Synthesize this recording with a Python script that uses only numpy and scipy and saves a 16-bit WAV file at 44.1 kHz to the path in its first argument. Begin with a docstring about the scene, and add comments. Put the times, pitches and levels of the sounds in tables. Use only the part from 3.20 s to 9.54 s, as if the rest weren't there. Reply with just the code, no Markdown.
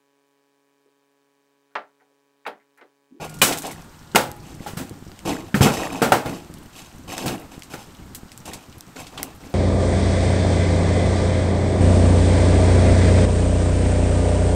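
"""Inside a tent, one microphone close to the open door of a small sheet-steel stove.
From the start flames flutter, embers hiss and the thin door hums; its loose latch rattles as it
swings against its stop. Two logs go in, knocking on the steel and scraping over the charcoal in
short pushes, with the heaviest knocks between two and three seconds in. Then the handling thins out.
All along, pockets of gas pop in the wood, loudest near four seconds and again near the end."""
import sys
import numpy as np
from scipy import signal
from scipy.fft import rfft, irfft, next_fast_len
from scipy.io import wavfile

SR = 44100
rng = np.random.default_rng(int(sys.argv[2]) if len(sys.argv) > 2 else 0)


def bounce(signal):
    """Save signal as a 16-bit WAV file at the path given by the first command-line argument."""
    frames = np.transpose(np.atleast_2d(signal))
    limited = np.clip(frames, -1, 1)
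    pcm = np.round(limited * 32767).astype(np.int16)
    wavfile.write(sys.argv[1], SR, pcm)


N = 279594


def from_db(db):
    return 10 ** (np.asarray(db) / 20)


def rms_one(x):
    return x / np.sqrt(np.mean(x ** 2) + 1e-20)


def seconds(length):
    return np.arange(int(length * SR)) / SR


def fade(t, t60):
    """Falls by 60 dB in t60 seconds."""
    return np.exp(-np.log(1000) * t / t60)


def add(out, start_s, x):
    """Mixes x into out from start_s on."""
    at = max(round(start_s * SR), 0)
    out[at:at + len(x)] += x[:N - at]


def drift(per_s):
    """A random wander of RMS 1 that takes a new course per_s times a second."""
    knots = rng.standard_normal(int(N / SR * per_s) + 2)
    return rms_one(np.interp(np.arange(N) / SR * per_s, np.arange(len(knots)), knots))


def coloured(x, spectrum):
    """Causal (minimum-phase) filter through (Hz, dB) points."""
    size = 2 * next_fast_len(len(x))
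    hz, db = np.transpose(sorted(spectrum))
    bin_hz = np.arange(size // 2 + 1) * SR / size
    curve_db = np.interp(np.log(bin_hz + 1), np.log(hz), db)
    cepstrum = irfft(np.log(from_db(curve_db)))
    cepstrum[1:size // 2] *= 2
    cepstrum[size // 2 + 1:] = 0
    return irfft(rfft(x, size) * np.exp(rfft(cepstrum)))[:len(x)]


def lowpass(x, hz):
    return signal.sosfilt(signal.butter(1, hz, fs=SR, output="sos"), x)


def resonance(x, hz, width_hz):
    """Band-pass with gain 1 at its centre."""
    return signal.lfilter(*signal.iirpeak(min(hz, .4 * SR), hz / width_hz, fs=SR), x + 1e-18)


def ringing(modes, t):
    """Struck modes (Hz, dB, t60 in seconds), each a dying sine."""
    return sum(from_db(db) * np.sin(2 * np.pi * hz * t) * fade(t, t60) for hz, db, t60 in modes)


def grains(per_s, spread_db):
    """Random clicks, many small and a few large."""
    sizes = from_db(spread_db * np.minimum(rng.exponential(1, N), 4))
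    signs = rng.choice([-1, 1], N)
    return sizes * signs * (rng.random(N) < per_s / SR)


def echoing(x, t60, echo_db):
    """Dense reflections off the steel and the tent reach the microphone behind each click."""
    t = seconds(.5)
    tail = rng.standard_normal(len(t)) * fade(t, t60)
    return x + from_db(echo_db) * signal.fftconvolve(x, tail / np.linalg.norm(tail))[:N]


# The flames from just outside the door. Each row: frequency in Hz, relative level in dB.
FLAME_SPECTRUM = [(10, -3), (25, -3.5), (50, -3), (75, 1.5), (160, -0.5), (300, -3.5), (450, -15),
                  (900, -24), (2500, -64)]
def flames(level_db=-45, flutter_db=6.5):
    """The fire's low roar, fluttering quickly in level."""
    flutter = from_db(flutter_db * np.tanh(drift(per_s=35)))
    return from_db(level_db) * rms_one(coloured(rng.standard_normal(N) * flutter, FLAME_SPECTRUM))


# The hiss of the ember bed, close up. 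Each row: frequency in Hz, relative level in dB.
HISS_SPECTRUM = [(250, 5.5), (500, 5), (850, 10), (1300, 8), (2400, 0.5), (6000, -3.5), (8500, -2),
                 (10000, -12.5), (14000, -7), (16000, -17)]
def embers(hiss_db=-51, tick_db=-61, flicker_db=0.5):
    """The glowing bed hisses and gives off tiny dry ticks, each flake at its own pitch."""
    flicker = from_db(flicker_db * drift(per_s=40))
    hiss = rms_one(coloured(rng.standard_normal(N) * flicker, HISS_SPECTRUM))
    flakes = sum(resonance(grains(per_s=3, spread_db=2.5), hz, hz / 4) / np.sqrt(hz)
                 for hz in np.geomspace(2500, 13000, 12))
    ticks = rms_one(echoing(flakes, t60=.07, echo_db=0))
    return from_db(hiss_db) * hiss + from_db(tick_db) * ticks


# The door's modes, beside the microphone. Each row: pitch in Hz, level in dB, t60 in seconds.
DOOR_MODES = [(156, -37.5, 4.1), (391, -45, 0.39), (823, -34.5, 0.13), (1420, -47.5, 3.3),
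              (2400, -48, 0.52)]
def door():
    """The thin door hums on after being opened."""
    return ringing(DOOR_MODES, np.arange(N) / SR)


def stroke(length, edge_s=0.0058, swell_db=5, release_db_per_s=130):
    """Force of one push: it bites, the pressure builds, then the bed comes to rest."""
    t = seconds(.7)
    building_db = swell_db * (np.clip(t / length, 0, 1) - 1)
    resting_db = release_db_per_s * np.maximum(t - length, 0)
    return np.minimum(t / edge_s, 1) * from_db(building_db - resting_db)


def charcoal(low_hz, high_hz, t60, count, spread_db=19):
    """Bits of charcoal knock together at random, each with its own size and pitch."""
    out, t = np.zeros(N), seconds(.06)
    for when, pitch, size in rng.random((count, 3)):
        hz = low_hz * (high_hz / low_hz) ** pitch
        add(out, when * (N - 1) / SR, ringing([(hz, spread_db * size, t60)], t))
    return rms_one(out)


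# Crushed charcoal, and the stove floor under it. Each row: frequency in Hz, relative level in dB.
CRUNCH_SPECTRUM = [(200, -12), (400, -6.5), (720, -0.5), (1150, -7.5), (1500, -9.5), (2500, -8),
                   (5000, -14.5), (8500, -15.5), (10000, -22), (14000, -20.5), (16000, -40)]
RUMBLE_SPECTRUM = [(30, -23), (70, -9.5), (140, 0), (280, -2), (450, -8.5), (900, -20), (2500, -84)]
# A log pushed off the pile or over the embers, or settling. Each row: start in seconds,
# push length in seconds, level in dB, rumble lift in dB, treble lift in dB.
LOG_PUSHES = [(0.0, 0.015, -26.5, -11.5, -7), (0.239, 0.058, -22.5, -3.5, -5), (0.43, 0.024, -25, -9, -4.5),
              (1.226, 0.095, -46, 3, 5), (1.392, 0.085, -39, -4, 3.5), (1.574, 0.033, -36.5, 6, -6),
              (2.049, 0.051, -22.5, 3.5, -3), (2.412, 0.02, -18, 0.5, 7), (2.566, 0.083, -20.5, -7.5, -7.5),
              (2.719, 0.028, -27, -1.5, -6), (3.045, 0.054, -31.5, 7, 1), (3.523, 0.077, -51, 5, 18),
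              (3.875, 0.052, -29.5, -4.5, 1), (3.964, .05, -33, -2.5, 2.5), (4.018, 0.095, -29.5, 4.5, -16),
              (4.311, 0.025, -48, 2, 7.5), (4.497, 0.044, -43, 4.5, 8), (5.25, 0.048, -31.5, -5, -1.5),
              (5.755, 0.01, -33, -4.5, 2.5), (5.918, 0.13, -36, -2, -9), (6.201, 0.062, -40, 1, -3.5)]
def log_slides(crunch_db=-5, rumble_db=-4, chip_db=-13, lump_db=-7):
    """Bark crushes charcoal into grit, chips and lumps while the log judders on the stove floor."""
    bumps = from_db(3 * drift(per_s=35))
    grit = bumps * grains(per_s=2500, spread_db=2.5)
    crunch = rms_one(coloured(echoing(grit, t60=0.037, echo_db=-1), CRUNCH_SPECTRUM))
    low_crunch = lowpass(crunch, 2000)
    bright = crunch - low_crunch + from_db(chip_db) * charcoal(2180, 10030, t60=.012, count=1800)
    dull = low_crunch + from_db(lump_db) * charcoal(450, 2834, t60=.018, count=1300)
    jolts = echoing(grains(per_s=860, spread_db=1), t60=0.089, echo_db=2.5)
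    judder = rms_one(coloured(jolts, RUMBLE_SPECTRUM))
    press, weight, bite = np.zeros((3, N))
    for start, length, db, weight_db, treble_db in LOG_PUSHES:
        force = from_db(db) * stroke(length)
        add(press, start, force)
        add(weight, start, from_db(weight_db) * force)
        add(bite, start, from_db(treble_db) * force)
    return from_db(crunch_db) * (press * dull + bite * bright) + from_db(rumble_db) * weight * judder


# Peaks of the stove and, last, of the microphone. Each row: centre in Hz, width in Hz, gain in dB.
STOVE_AND_MIC_PEAKS = [(133, 7.7, -5.5), (224, 72, -5.5), (494, 120, -11.5), (800, 140, -8.5),
                       (1377, 134, -1), (3170, 430, -35), (8040, 820, -3)]
def stove_and_mic(x):
    """The stove's hollow resonances, plus the microphone's bright peak near 8 kHz."""
    return x + sum(from_db(db) * resonance(x, hz, width) for hz, width, db in STOVE_AND_MIC_PEAKS)


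def snap(hz, echo_db, burst_s=.0008, body_db=-3, hollow_db=-12):
    """A crack about a millisecond long with a brief ring, a lower body and its echo in the stove."""
    t = seconds(.25)
    burst = rng.choice([-1, 1], len(t)) * np.exp(-(t / burst_s) ** 2)
    echo = from_db(echo_db) * rng.standard_normal(len(t)) * fade(t, t60=.11)
    width_hz = min(1.72 * hz, 15000)
    crack = resonance(resonance(burst + echo, hz, width_hz), hz, width_hz)
    tinkle = resonance(burst, hz, width_hz=250)
    body = from_db(body_db) * resonance(burst, 2180, width_hz=280)
    hollow = from_db(hollow_db) * resonance(echo, 2500, width_hz=1400)
    return crack + tinkle + body + hollow


# The latch's modes, close up. Each row: pitch in Hz, relative level in dB, t60 in seconds.
LATCH_MODES = [(2428, 14, 0.067), (2990, 4, 0.22), (3970, -3, 0.21), (6000, -10, 0.11), (7100, 3, 0.13)]
def latch(tick_db=-35.5, period_s=0.0465, stop_s=0.216, jolt_db=21.5, settle_s=0.24, ring_db=-23):
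    """The loose latch ticks evenly; the door hitting its stop makes it ring and rattle harder."""
    out = np.zeros(N)
    for start in 0.0485 + period_s * np.arange(11):
        lift_db = jolt_db * np.exp((stop_s - start) / settle_s) * (start > stop_s)
        add(out, start, from_db(tick_db + lift_db) * snap(hz=6800, echo_db=-3.5))
    add(out, stop_s, from_db(ring_db) * ringing(LATCH_MODES, seconds(.5)))
    return stove_and_mic(out)


# The stove's steel walls. Each row: pitch in Hz, relative level in dB, t60 in seconds.
WALL_MODES = [(133.2, -14, 0.72), (347, -8, 1.5), (454, -10, 0.53), (830, 0, 0.65), (891, 9.5, 0.23),
              (2160, 4, 0.21)]
# Wood and steel knocking, near the microphone. Each row: start in seconds, strength in dB,
# bass lift in dB, treble tilt in dB per octave, first contact over its tail in dB,
# hollow note in Hz, clack pitch in Hz, clack lift in dB.
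KNOCK_HITS = [(0.217, -11.5, -1, -1.02, 0.5, 1090, 2970, 2), (0.948, -14, 6.5, -4.5, -3, 364, 1340, 0),
              (0.9579, -7, -13, -5, 11, 730, 2050, 3.5), (1.463, -27, 5.5, -3.5, -10, 832, 1340, 1),
              (1.569, -29, 8.5, -2, -6, 173, 2780, -19), (1.71, -41, 17.5, -35, 11, 104, 1620, -23),
              (2.3427, -15.5, 12.5, -4.5, -9, 210, 1700, 11), (2.408, -7, 11, -7.5, -0.5, 129, 1410, -6),
              (2.458, -6.5, -1, -7.5, -1, 203, 1270, -14), (2.818, -6.5, 2.5, -5.5, -5, 463, 1260, -20),
              (2.9204, -4, -8, -6.5, 5, 748, 1280, -8), (3.059, -22.5, 9, -6.2, 5, 137, 2740, -10),
              (4.058, -22, 9, -3, -4.5, 126, 750, -20), (4.537, -28.5, -4, -5.5, 7, 163, 1460, -1),
              (5.976, -36, 7, -4.5, 4, 1170, 3170, 17.5)]
def knocks(blow_db=6, note_db=-4, clack_db=6, steel_db=-30, body_hz=556, rise_s=0.00082):
    """A first contact with a hollow note and a clack, a dying clatter, and the steel singing on."""
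    out, t = np.zeros(N), seconds(.8)
    for start, db, bass_db, tilt, contact_db, note_hz, clack_hz, clack_lift_db in KNOCK_HITS:
        clatter = rng.standard_normal(len(t))
        dull = lowpass(clatter, 1500)
        # the cloth walls swallow the treble first
        tail = dull * fade(t, t60=0.33) + (clatter - dull) * fade(t, t60=0.27)
        contact = rng.standard_normal(len(t)) * fade(t, t60=0.045)
        # a hard contact starts with one compact push; a soft one swells as the charcoal gives way
        push = from_db(1) * np.exp(-t / 0.00008)
        swell = 1 - np.exp(-t / (rise_s * from_db(-2 * contact_db)))
        blow = from_db(contact_db) * (push + swell * contact) + swell * tail
        treble_db = tilt * np.log2(8000 / body_hz)
        spectrum = [(40, bass_db - 17), (100, bass_db), (156, bass_db), (body_hz, 0),
                    (8000, treble_db), (15000, treble_db - 3)]
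        add(out, start, from_db(db + blow_db) * coloured(blow, spectrum))
        # the log's own voice, fuller in a heavy blow
        voice_db = db + note_db + 0.89 * max(bass_db, 0)
        add(out, start, ringing([(note_hz, voice_db, 0.061)], t))
        clack = resonance(resonance(contact, clack_hz, width_hz=600), clack_hz, width_hz=1200)
        add(out, start, from_db(db + clack_lift_db + clack_db) * clack)
        # harder contacts ring the steel more
        add(out, start, from_db(db + contact_db / 2 + steel_db) * ringing(WALL_MODES, t))
    # little of the knocks reaches below about 55 Hz
    low_cut = signal.butter(2, 55, "high", fs=SR, output="sos")
    return stove_and_mic(signal.sosfilt(low_cut, out + 1e-18))


# Pops in the burning wood. Each row: start in seconds, level in dB, pitch in Hz, echo in dB.
WOOD_POPS = [(0.324, -19, 3100, -2.5), (0.386, -22, 8600, -10), (1.1158, -27.5, 7760, -33),
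             (1.695, -33, 8000, -25), (1.917, -27.5, 2760, -23), (1.9915, -27, 3500, -20),
             (3.34, -30.5, 5340, -17), (3.9802, -15, 3700, -15.5), (4.0809, -13.5, 3350, -13),
             (4.394, -31.5, 5470, -17), (4.422, -25, 3230, -18), (4.434, -31, 5550, -11),
             (4.9484, -26.5, 8000, -6), (5.118, -33, 4800, -9), (5.1765, -30.5, 7440, -15),
             (5.256, -34.5, 5800, -2), (5.3342, -26, 5100, -4), (5.6083, -27.5, 7800, -32),
             (5.868, -33.5, 3530, -2.5), (5.9771, -30, 3080, -2), (6.0303, -11.5, 9700, -22.5)]
def pops(gain_db=2):
    """Pockets of gas split the wood; pops deeper in the stove, further from the microphone, echo more."""
    out = np.zeros(N)
    for start, db, hz, echo_db in WOOD_POPS:
        add(out, start, from_db(db + gain_db) * snap(hz, echo_db))
    return stove_and_mic(out)


# Puffs among the flames. Each row: start in seconds, level in dB.
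GAS_PUFFS = [(1.406, -16.5), (1.535, -18), (1.615, -22), (1.825, -22), (1.867, -22.5), (3.3, -22.5),
             (3.749, -24), (4.379, -20), (5.033, -20.5)]
def puffs(gain_db=1, hz=190, t60=0.012):
    """Pockets of gas catch, each with one soft, low thump."""
    out = np.zeros(N)
    for start, db in GAS_PUFFS:
        add(out, start, ringing([(hz, db + gain_db, t60)], seconds(.1)))
    return out


def squeak(start_s=2.5, length_s=.01, hz=2161, width_hz=90, level_db=-38):
    """Bark sticks and slips on the steel with a tiny, narrow squeal."""
    out = np.zeros(N)
    friction = rng.standard_normal(int(length_s * SR))
    squeal = resonance(resonance(friction, hz, width_hz), hz, width_hz)
    add(out, start_s, from_db(level_db) * rms_one(squeal))
    return out


def scene():
    """Everything that reaches the one microphone at the stove door."""
    mono = flames() + embers() + door() + log_slides() + latch() + knocks() + pops() + puffs() + squeak()
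    return mono[None]


def record(dry, ceiling=1.2, cutoff_hz=15650):
    """The recorder rounds off the hardest knocks and cuts the very top."""
    rounded = ceiling * np.tanh(dry / ceiling)
    return signal.sosfilt(signal.ellip(10, .1, 70, cutoff_hz, fs=SR, output="sos"), rounded)


dry = scene()
out = record(dry)
bounce(out)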